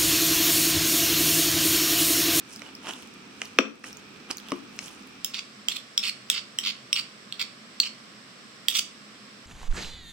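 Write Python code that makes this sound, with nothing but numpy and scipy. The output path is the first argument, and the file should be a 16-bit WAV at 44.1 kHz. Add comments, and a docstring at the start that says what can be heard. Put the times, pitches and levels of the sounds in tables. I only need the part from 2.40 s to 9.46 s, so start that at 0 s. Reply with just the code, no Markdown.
"""Over a low hum and hiss in a tiled kitchen, a steel ladle works thick mash in a glass bowl on a stone counter.
The mash squelches and pops, as torn grains and short bursts; the ladle knocks the glass, as fading tones.
A blow that overloads both channels together makes a limiter dip the level briefly.
Then the background abruptly changes colour, and a small spoon clears the ladle stroke by stroke:
each is a clink of fading steel tones deadened by mash, then a short gritty scrape of random tiny slips."""
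import sys
import numpy as np
from scipy import signal
from scipy.fft import rfft, irfft, next_fast_len
from scipy.io import wavfile
from scipy.ndimage import uniform_filter1d, minimum_filter1d

SR = 44100
rng = np.random.default_rng(int(sys.argv[2]) if len(sys.argv) > 2 else 0)


def master(y):
    """Save y as 16-bit WAV."""
    cut = np.clip(np.atleast_2d(y).T, -1, 1)
    pcm = np.round(cut * 32767)  # scale
    wavfile.write(sys.argv[1], SR, pcm.astype(np.int16))


N = 311338  # length in samples
COLOUR_CHANGE_S = 2.8  # when the background noise changes colour and the mash stops ticking

# All levels are relative settings, which the mix below adds to.
# spoon landing on the ladle, once a stroke: start_s, level_db, ring_hz, ring_level_db, brightness_db
SPOON_LANDINGS = [(2.8459, -17.5, 5360, -4.5, 3.5), (3.2848, -9.5, 4800, -13.5, -1.5),
                  (3.5775, -10.5, 5430, -2, -2.5), (3.9002, -8, 5400, -11, 1),
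                  (4.187, -13.5, 5480, -11, -1), (4.5292, -10.5, 5480, -4, -1.5),
                  (4.9242, -19.5, 4350, -6, -9.5), (5.4011, -14.5, 4360, 9, 0.5),
                  (6.284, -7.5, 4600, -10, 1)]
# the slide after each landing: start_s, end_s, level_db, easing_in_mid_slide_db, brightness_db
SPOON_SLIDES = [(2.938, 2.997, -28, 6.5, -5), (3.314, 3.37, -27.5, 17, 0.5), (3.631, 3.699, -25.5, 3, -1),
                (3.924, 3.996, -32, -1.5, -23), (4.233, 4.31, -30, -6, -11), (4.557, 4.6, -23, 3, -6),
                (4.995, 5.029, -28, -0.5, -3), (5.429, 5.477, -33, 2, -4), (6.346, 6.397, -23.5, -1, 7.5)]
# high tones of the mash-coated steel: pitch_hz, level_db, time_to_fade_60_db_s
STEEL_HIGH_TONES = [(5930, 11, 0.0056), (7580, 6.5, 0.021), (8220, 4.5, 0.025), (9500, -9, 0.014),
                    (11400, -16, 0.027)]
# highest tones of the same steel: pitch_hz, level_db, time_to_fade_60_db_s
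STEEL_HIGHEST_TONES = [(12260, -7.5, 0.025), (14300, 0, .01), (15800, -5, 0.029)]


def amp(db):
    """Turn decibels into a gain."""
    return 10 ** (np.asarray(db) / 20)


def unit(x):
    """Scale a sound to an rms (average strength) of 1."""
    return x / np.sqrt(np.mean(x ** 2) + 1e-20)


def along(points, hz):
    """Read a curve of (Hz, value) points, with pitch on a log scale."""
    point_hz, value = np.transpose(points)
    return np.interp(np.log(hz + 1), np.log(point_hz + 1), value)


def filtered(x, response):
    """Multiply each frequency in a sound by the response at that frequency."""
    size = next_fast_len(x.shape[-1] + 8192)
    hz = np.fft.rfftfreq(size, 1 / SR)
    return irfft(rfft(x, size) * response(hz), size)[..., :x.shape[-1]]


def coloured(x, spectrum):
    """Shape a sound by (Hz, dB) points and bring it to rms 1."""
    return unit(filtered(x, lambda hz: amp(along(spectrum, hz))))


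def add(track, start_s, sound):
    """Mix a sound into a track from a given time."""
    part = track[..., max(round(start_s * SR), 0):][..., :sound.shape[-1]]
    part += sound[..., :part.shape[-1]]


def panned(x, pan_db):
    """Share a sound between left and right; a positive pan favours the left."""
    return x * amp([[pan_db / 2], [-pan_db / 2]])


def ring(modes, attack=0.0004, spread=0.92, crack_db=-20, detune=0.0093):
    """One blow of peak about 1: a noisy contact crack and fading tones, shifted a little by grip and load."""
    t = np.arange(SR // 4) / SR
    out = amp(crack_db - 60 * t / 0.004) * rng.standard_normal((2, len(t)))
    for hz, db, t60 in modes:
        # the two ports hear each tone a little out of step
        phase = rng.uniform(0, 2 * np.pi) + spread * rng.standard_normal((2, 1))
        pitch = hz * np.exp(detune * rng.standard_normal())
        level = db + 2.0 * rng.standard_normal()
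        out += amp(level - 60 * t / t60) * np.sin(2 * np.pi * pitch * t + phase)
    out *= 1 - np.exp(-t / attack)
    # little sound leaves below the lowest tone
    b, a = signal.butter(2, modes[0][0] / 2, "high", fs=SR)
    out = signal.lfilter(b, a, out)
    return out / np.abs(out).max(axis=1).mean()


def shifted(modes, octaves):
    """The same tones, higher or lower."""
    return [(hz * 2 ** octaves, db, t60) for hz, db, t60 in modes]


def grains(rate, scatter_db, apart, size=N):
    """Random tiny clicks of uneven size, rate per second, partly unlike at the two ports."""
    happens = rng.random(size) < rate / SR
    sizes = happens * amp(scatter_db * np.minimum(rng.exponential(size=size), 4))
    signs = rng.choice([-1, 1], size) + apart * rng.standard_normal((2, size))
    return unit(sizes * signs)


def air(spectrum):
    """Steady hum and hiss: noise with a few resonances, most alike in both ears near 180 Hz."""
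    # bumps and dips: centre_hz, width_hz, level_db
    resonances = [(211, 11.2, 6.5), (258, 11, 2.5), (1390, 460, -3), (5370, 140, 3), (6600, 250, -8.5),
                  (7980, 870, 14)]
    # how alike left and right are: pitch_hz, likeness (1 is the same)
    likeness = [(60, 0.25), (180, 1), (550, 0.43), (1200, 0.011), (5000, 0.055)]

    def colour(hz):
        bumps_db = sum(db / (1 + ((hz - centre) / width) ** 2) for centre, width, db in resonances)
        return amp(along(spectrum, hz) + bumps_db)

    def mid_and_side(hz):
        turn = np.arccos(np.clip(along(likeness, hz), 0, 1)) / 2
        return colour(hz) * [np.cos(turn), np.sin(turn)]

    mid, side = filtered(rng.standard_normal((2, N)), mid_and_side)
    return unit(np.array([mid + side, mid - side]))


def background():
    """The room's noise has one colour at first and abruptly takes on another."""
    # noise before the change: pitch_hz, level_db
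    first_curve = [(15, -52), (25, -49), (53, -21), (263, -2.5), (489, -11), (607, -18), (659, -16.5),
                   (1070, -14), (1230, -7.5), (2110, -16.5), (2410, -9.5), (2910, -16), (6210, -23.5),
                   (7710, -38.5), (16000, -44)]
    # noise after the change: pitch_hz, level_db
    second_curve = [(15, -70), (25, -49), (102, -19.5), (130, -8), (157, -13), (212, -6), (326, -11.5),
                    (677, -15), (911, -20.5), (1100, -9.5), (3720, -18), (5280, -18.5), (6560, -27),
                    (7920, -35.5), (16000, -46)]
    changed = np.clip((np.arange(N) / SR - COLOUR_CHANGE_S) / 0.01, 0, 1)
    first = amp(-47.0) * panned(air(first_curve), pan_db=-2)
    second = amp(-48.0) * panned(air(second_curve), pan_db=-2.0)
    return np.sqrt(1 - changed) * first + np.sqrt(changed) * second


def kitchen(x, wet_db, early_db):
    """Counter and tiles throw back a few early echoes, then a tail whose highest treble dies first."""
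    # how long the tail takes to fade by 60 dB: pitch_hz, time_s
    fade_times = [(150, 0.47), (1000, 0.37), (3000, 0.29), (8000, 0.3), (15000, 0.14)]
    hz, t, noise = signal.stft(rng.standard_normal((2, SR // 2)), SR, nperseg=256)
    fade = amp(-60 * t / along(fade_times, hz)[:, None])
    rise = np.clip(t / 0.001, 0, 1) ** 2
    tail = signal.istft(noise * fade * rise, SR, nperseg=256)[1]
    answer = amp(wet_db) * tail / np.linalg.norm(tail[0])
    for channel in answer:
        delays = rng.uniform(.007, .024, size=8)  # s
        channel[(delays * SR).astype(int)] += amp(early_db) * rng.choice([-1, 1], size=8)
    return x + signal.fftconvolve(x, answer, axes=1)[:, :N]


def bubbles(rate, centre_hz, scatter_db, cycles):
    """Tiny sticky films snapping, each a few cycles at its own pitch and place."""
    count = int(rate * N / SR)
    start, size, pitch, side = rng.random((count, 4)).T[..., None]
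    hz = np.minimum(centre_hz * 2 ** (2.4 * (pitch - .5)), SR / 2)
    age = np.arange(96) / SR
    level_db = -scatter_db * np.log(size + 0.0067) - 60 * age * hz / cycles
    snaps = amp(level_db) * np.sin(2 * np.pi * hz * age)
    where = ((start * N).astype(int) + np.arange(len(age))).ravel()
    channels = [np.bincount(where, (snaps * share).ravel(), N)[:N] for share in (side, 1 - side)]
    return unit(np.array(channels))


def mash():
    """Each push tears the mash: a dull squelch under wet crackle, with short pops and one faint ladle tick."""
    # ladle pushing through the mash: strongest_at_s, length_s, crackle_db, squelch_db
    pushes = [(.13, 0.083, -46, -56), (0.262, 0.063, -58, -45.5), (0.49, 0.06, -41, -33),
              (0.597, 0.13, -53, -62), (1.03, 0.13, -53, -52), (1.47, 0.047, -43.5, -45.5),
              (1.908, 0.015, -37, -29), (2.103, 0.094, -56, -45), (2.451, 0.12, -45, -47.5)]
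    # short pops at set times, the last a faint ladle tick: start_s, level_db, pitch_hz
    set_pops = [(0.161, -29.5, 5100), (1.0523, -35, 6010), (1.5708, -30.5, 6700), (1.971, -24, 6400),
                (1.9827, -27, 4450), (2.0858, -29, 3400)]
    # tone colour of the crackle: pitch_hz, level_db
    crackle_curve = [(100, -55), (1500, -23), (3000, -11), (6000, 6), (9000, 6.5), (15000, -19)]
    # tone colour of the squelch: pitch_hz, level_db
    squelch_curve = [(30, -50), (100, -25), (250, 4), (500, -6), (900, 0.5), (1500, -2), (2200, -6),
                     (3000, 6), (3800, -9), (8000, -28)]
    rise_share = 0.44  # part of a push spent building up; the rest is the mash settling
    # further air pockets open at random within this time after a push
    pocket_db, pocket_hz, pocket_lag_s = -30.5, 4140, 0.12

    t = np.arange(N) / SR
    crackle, squelch, pops = np.zeros(N), np.zeros(N), np.zeros((2, N))
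    all_pops = list(set_pops)
    chances = rng.random((len(pushes), 3))
    for (s, length, crackle_db, squelch_db), (late, size, pitch) in zip(pushes, chances):
        push = np.exp(-np.maximum((s - t) / rise_share, (t - s) / (1 - rise_share)) / length)
        crackle += amp(crackle_db) * push
        squelch += amp(squelch_db) * push
        pop_db = pocket_db + 6 * (size - .5)
        all_pops.append((s + pocket_lag_s * late, pop_db, pocket_hz * 2 ** (pitch - .5)))
    for s, db, hz in all_pops:
        add(pops, s, amp(db + 3.5) * ring([(hz, 0, .005)], attack=0.00025, spread=1.0, crack_db=-5))

    fine = crackle * coloured(grains(rate=1200, scatter_db=-2, apart=1.0), crackle_curve)
    # the stirred mash keeps ticking faintly between pushes
    stickiness = amp(-9.5) * crackle + amp(-64) * (t < COLOUR_CHANGE_S)
    sticky = stickiness * bubbles(rate=250, centre_hz=6960, scatter_db=3.5, cycles=5.2)
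    dull = squelch * coloured(grains(rate=2500, scatter_db=4.5, apart=0.59), squelch_curve)
    return panned(fine + sticky + pops, pan_db=-1.5) + panned(dull, pan_db=-2.5)


def knocks():
    """The ladle clacks on glass; weight adds the bowl's hollow knock and thud, wetness a tick and a mash snap."""
    # ladle on the bowl: start_s, level_db, weight_behind_blow_db, wetness_db, left_over_right_db
    blows = [(0.2191, -30.5, -23, -17.5, -7), (0.4584, -37, -19, -14, -10), (1.0173, -16, -30, -19, -1.5),
             (1.1871, 5, -18.5, -25, 3.5), (1.4408, -27, -43, -21, 0), (1.9113, -29.5, -28, -1, -5),
             (2.1191, -23.5, 0.5, -16.5, -7), (2.39, -22, -36, -13.5, 4.5)]
    # tones of the loaded bowl, from low to high: pitch_hz, level_db, time_to_fade_60_db_s
    thud_tones = [(161, -27, .1), (216.4, -12, 0.12), (272.4, -0.5, 0.092), (355, -11.5, 0.14)]
    knock_tones = [(420, 0, 0.025), (489, -2, 0.034), (611, -6, 0.038), (1130, 3.5, 0.013),
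                   (1310, 4.5, 0.012)]
    clack_tones = [(1426, -12.5, 0.027), (2050, 6.5, 0.0022), (2430, 4.5, 0.011), (2660, 1, 0.013),
                   (3080, 0.5, 0.014), (3550, 0.5, 0.0098)]
    tick_tones = [(4170, -1.6, 0.0094), (4840, 1.5, 0.0046), (5200, -0.5, 0.0073), (6030, 0.43, 0.0078)]
    # film of mash snapping under the ladle: pitch_hz, level_db, time_to_fade_60_db_s
    snap_tones = [(8200, 12, 0.0047), (9940, 0, 0.0069), (13000, -17, .003)]
    clack_octaves_per_db = .011  # a harder blow has a shorter contact and clacks higher
    # a ladle that bears down harder than usual loads the glass and lowers its knock
    sag_octaves_per_db, usual_weight_db = .009, -10
    knock_per_weight = 0.58  # dB of hollow knock per dB of weight

    out = np.zeros((2, N))
    for s, db, weight_db, wet_db, pan_db in blows:
        hardened = shifted(clack_tones, clack_octaves_per_db * db)
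        clack = amp(0.5) * ring(hardened, attack=0.00036, spread=0.059, crack_db=-19, detune=0.031)
        thud = amp(weight_db) * ring(thud_tones, attack=0.0017, spread=0.26, crack_db=-19)
        loaded = shifted(knock_tones, sag_octaves_per_db * (usual_weight_db - weight_db))
        knock_db = knock_per_weight * weight_db + 3.5
        knock = amp(knock_db) * ring(loaded, attack=0.0009, spread=0.22, crack_db=-35)
        tick = amp(wet_db + 15.0) * ring(tick_tones, attack=0.00023, spread=0.22, crack_db=-8, detune=0.099)
        snap = amp(wet_db + 7.5) * ring(snap_tones, attack=0.00028, spread=0.49, crack_db=-7, detune=0.044)
        high = panned(clack + tick + snap, pan_db)
        low = panned(thud + knock, pan_db=2.5)
        add(out, s, amp(db) * (high + low))
    return out


def pressed(t, start, end):
    """1 while the spoon bears on the ladle, with a short ramp at each end."""
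    return np.clip(np.minimum(t - start, end - t) / 0.0045 + 0.5, 0, 1)


def scrapes():
    """The spoon drags lightly, then its rim sticks and slips; the upper ring takes over as it slides outwards."""
    # tone colour of the grit: pitch_hz, level_db
    grit_curve = [(300, -29), (700, -35), (1250, -7.5), (1750, -15.5), (2200, 0), (2700, 4.5), (3600, 2.5),
                  (4100, -2), (5200, -2.5), (6200, -16.5), (7000, -5.5), (9000, -47), (15000, -51)]
    # light rubbing before the slide: level after a 0 dB landing, dB per dB of landing
    drag_db, drag_grows = -24.5, 1.59
    # a duller slide has a lower ring
    slide_hz, slide_hz_per_db = 3280, 32
    upper_per_db = -0.1  # dB of upper ring per dB of brightness
    slide_brightens_db = 5  # from start to end, as the steel is wiped bare
    # the pressed rim damps the high tones
    damped = [(hz, level, t60 / 2) for hz, level, t60 in STEEL_HIGH_TONES]

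    out = np.zeros((2, N))
    for (landing, landing_db, *_), (start, end, db, ease_db, bright_db) in zip(SPOON_LANDINGS, SPOON_SLIDES):
        t = landing + np.arange(SR // 5) / SR
        travel = np.clip((t - start) / (end - start), 0, 1)
        drag = amp(drag_db + drag_grows * landing_db) * pressed(t, landing, start)
        slide = amp(db - ease_db * np.sin(np.pi * travel) ** 2) * pressed(t, start, end)
        # slips come in flurries
        flurry = amp(2.2 * unit(uniform_filter1d(rng.standard_normal(len(t)), size=120)))
        slips = flurry * grains(rate=2200, scatter_db=0.5, apart=0.5, size=len(t))

        def shaken(answer):
            """Let every slip set the steel ringing."""
            return unit(signal.fftconvolve(slips, answer, axes=1)[:, :len(t)])

        shift_db = 7 * (travel - .5)
        edge_db = bright_db + slide_brightens_db * (travel - .5)
        lower_hz = slide_hz + slide_hz_per_db * bright_db
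        lower = amp(-7.0 - shift_db / 2) * shaken(ring([(lower_hz, 0, .0048)]))
        upper_db = -8.5 + upper_per_db * bright_db + shift_db
        upper = amp(upper_db) * shaken(ring([(4538, 0, 0.013)], detune=0.044))
        edge = amp(-13.5 + edge_db) * shaken(ring(damped, attack=.0001, crack_db=-10, detune=0.021))
        shimmer = amp(-18 + edge_db) * shaken(ring(STEEL_HIGHEST_TONES, attack=.0001, crack_db=28))
        grit = amp(-4.0) * coloured(slips, grit_curve)
        add(out, landing, (drag + slide) * (lower + upper + edge + shimmer + grit))
    return panned(out, pan_db=-2.5)


def clink(ring_hz, ring_db, bright_db):
    """Steel touches steel; where it lands sets the pitch of the main ring and how bright the blow is."""
    # middle tones of the mash-coated steel: pitch_hz, level_db, time_to_fade_60_db_s
    body_tones = [(1330, -25, 0.012), (1950, -15.5, 0.011), (2737, -2, 0.0079), (3280, 3, 0.0099),
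                  (3717, 2, 0.0069)]
    body = amp(2.5) * ring(body_tones, attack=0.0004, spread=0.56, crack_db=-9, detune=0.031)
    main = amp(ring_db + 0.5) * ring([(ring_hz, 0, .017)], attack=0.00033, spread=0.27, crack_db=-22)
    edge = ring(STEEL_HIGH_TONES, attack=0.000081, spread=0.39, crack_db=-6, detune=0.038)
    edge *= amp(-2 + bright_db)
    shimmer = ring(STEEL_HIGHEST_TONES, attack=0.00023, spread=0.65, crack_db=7, detune=0.0096)
    # the highest tones grow faster than the brightness
    shimmer *= amp(-4 + 2.8 * bright_db)
    return panned(body + main + edge + shimmer, pan_db=-2.5)


def clinks():
    """In every stroke the spoon lands on the ladle, then its rim catches once more as it starts to slide."""
    bite_s, bite_db = .006, 6.5  # the catch: delay after the slide starts, level over the slide setting
    out = np.zeros((2, N))
    for s, db, ring_hz, ring_db, bright_db in SPOON_LANDINGS:
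        add(out, s, amp(db) * clink(ring_hz, ring_db, bright_db))
    for start, _, db, _, _ in SPOON_SLIDES:
        add(out, start + bite_s, amp(db + bite_db) * clink(4350, ring_db=-6, bright_db=-10))
    return out


def scene():
    """Bowl and cutlery in the kitchen, their treble reaching mostly the right port, over the background."""
    # left port facing away: pitch_hz, level_db
    left_curve = [(1000, 2.5), (3200, -4), (4500, -2), (5500, 6), (8000, -13), (11000, -10), (13200, -3),
                  (15500, -13)]
    left_lag_s = .00004  # sound reaches the left port later

    def facing_away(hz):
        return amp(along(left_curve, hz)) * np.exp(-2j * np.pi * hz * left_lag_s)

    bowl = kitchen(knocks() + mash(), wet_db=-12.5, early_db=-26)
    cutlery = kitchen(clinks() + scrapes(), wet_db=-8.5, early_db=-22.5)
    left, right = bowl + cutlery
    return np.array([filtered(left, facing_away), right]) + background()


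def record(dry):
    """A limiter holds the level down after both ports overload together; nothing passes above the band limit."""
    top_hz = 16300
    needed = np.minimum(1, 1.01 / (np.abs(dry.mean(axis=0)) + 1e-9))
    hold = SR // 4 | 1  # about a quarter second, in samples
    held = minimum_filter1d(needed, hold, origin=hold // 2 - 64)
    gain = uniform_filter1d(held, size=64)
    return filtered(np.clip(dry * gain, -1, 1), lambda hz: hz < top_hz)


dry = scene()
out = record(dry)
master(out)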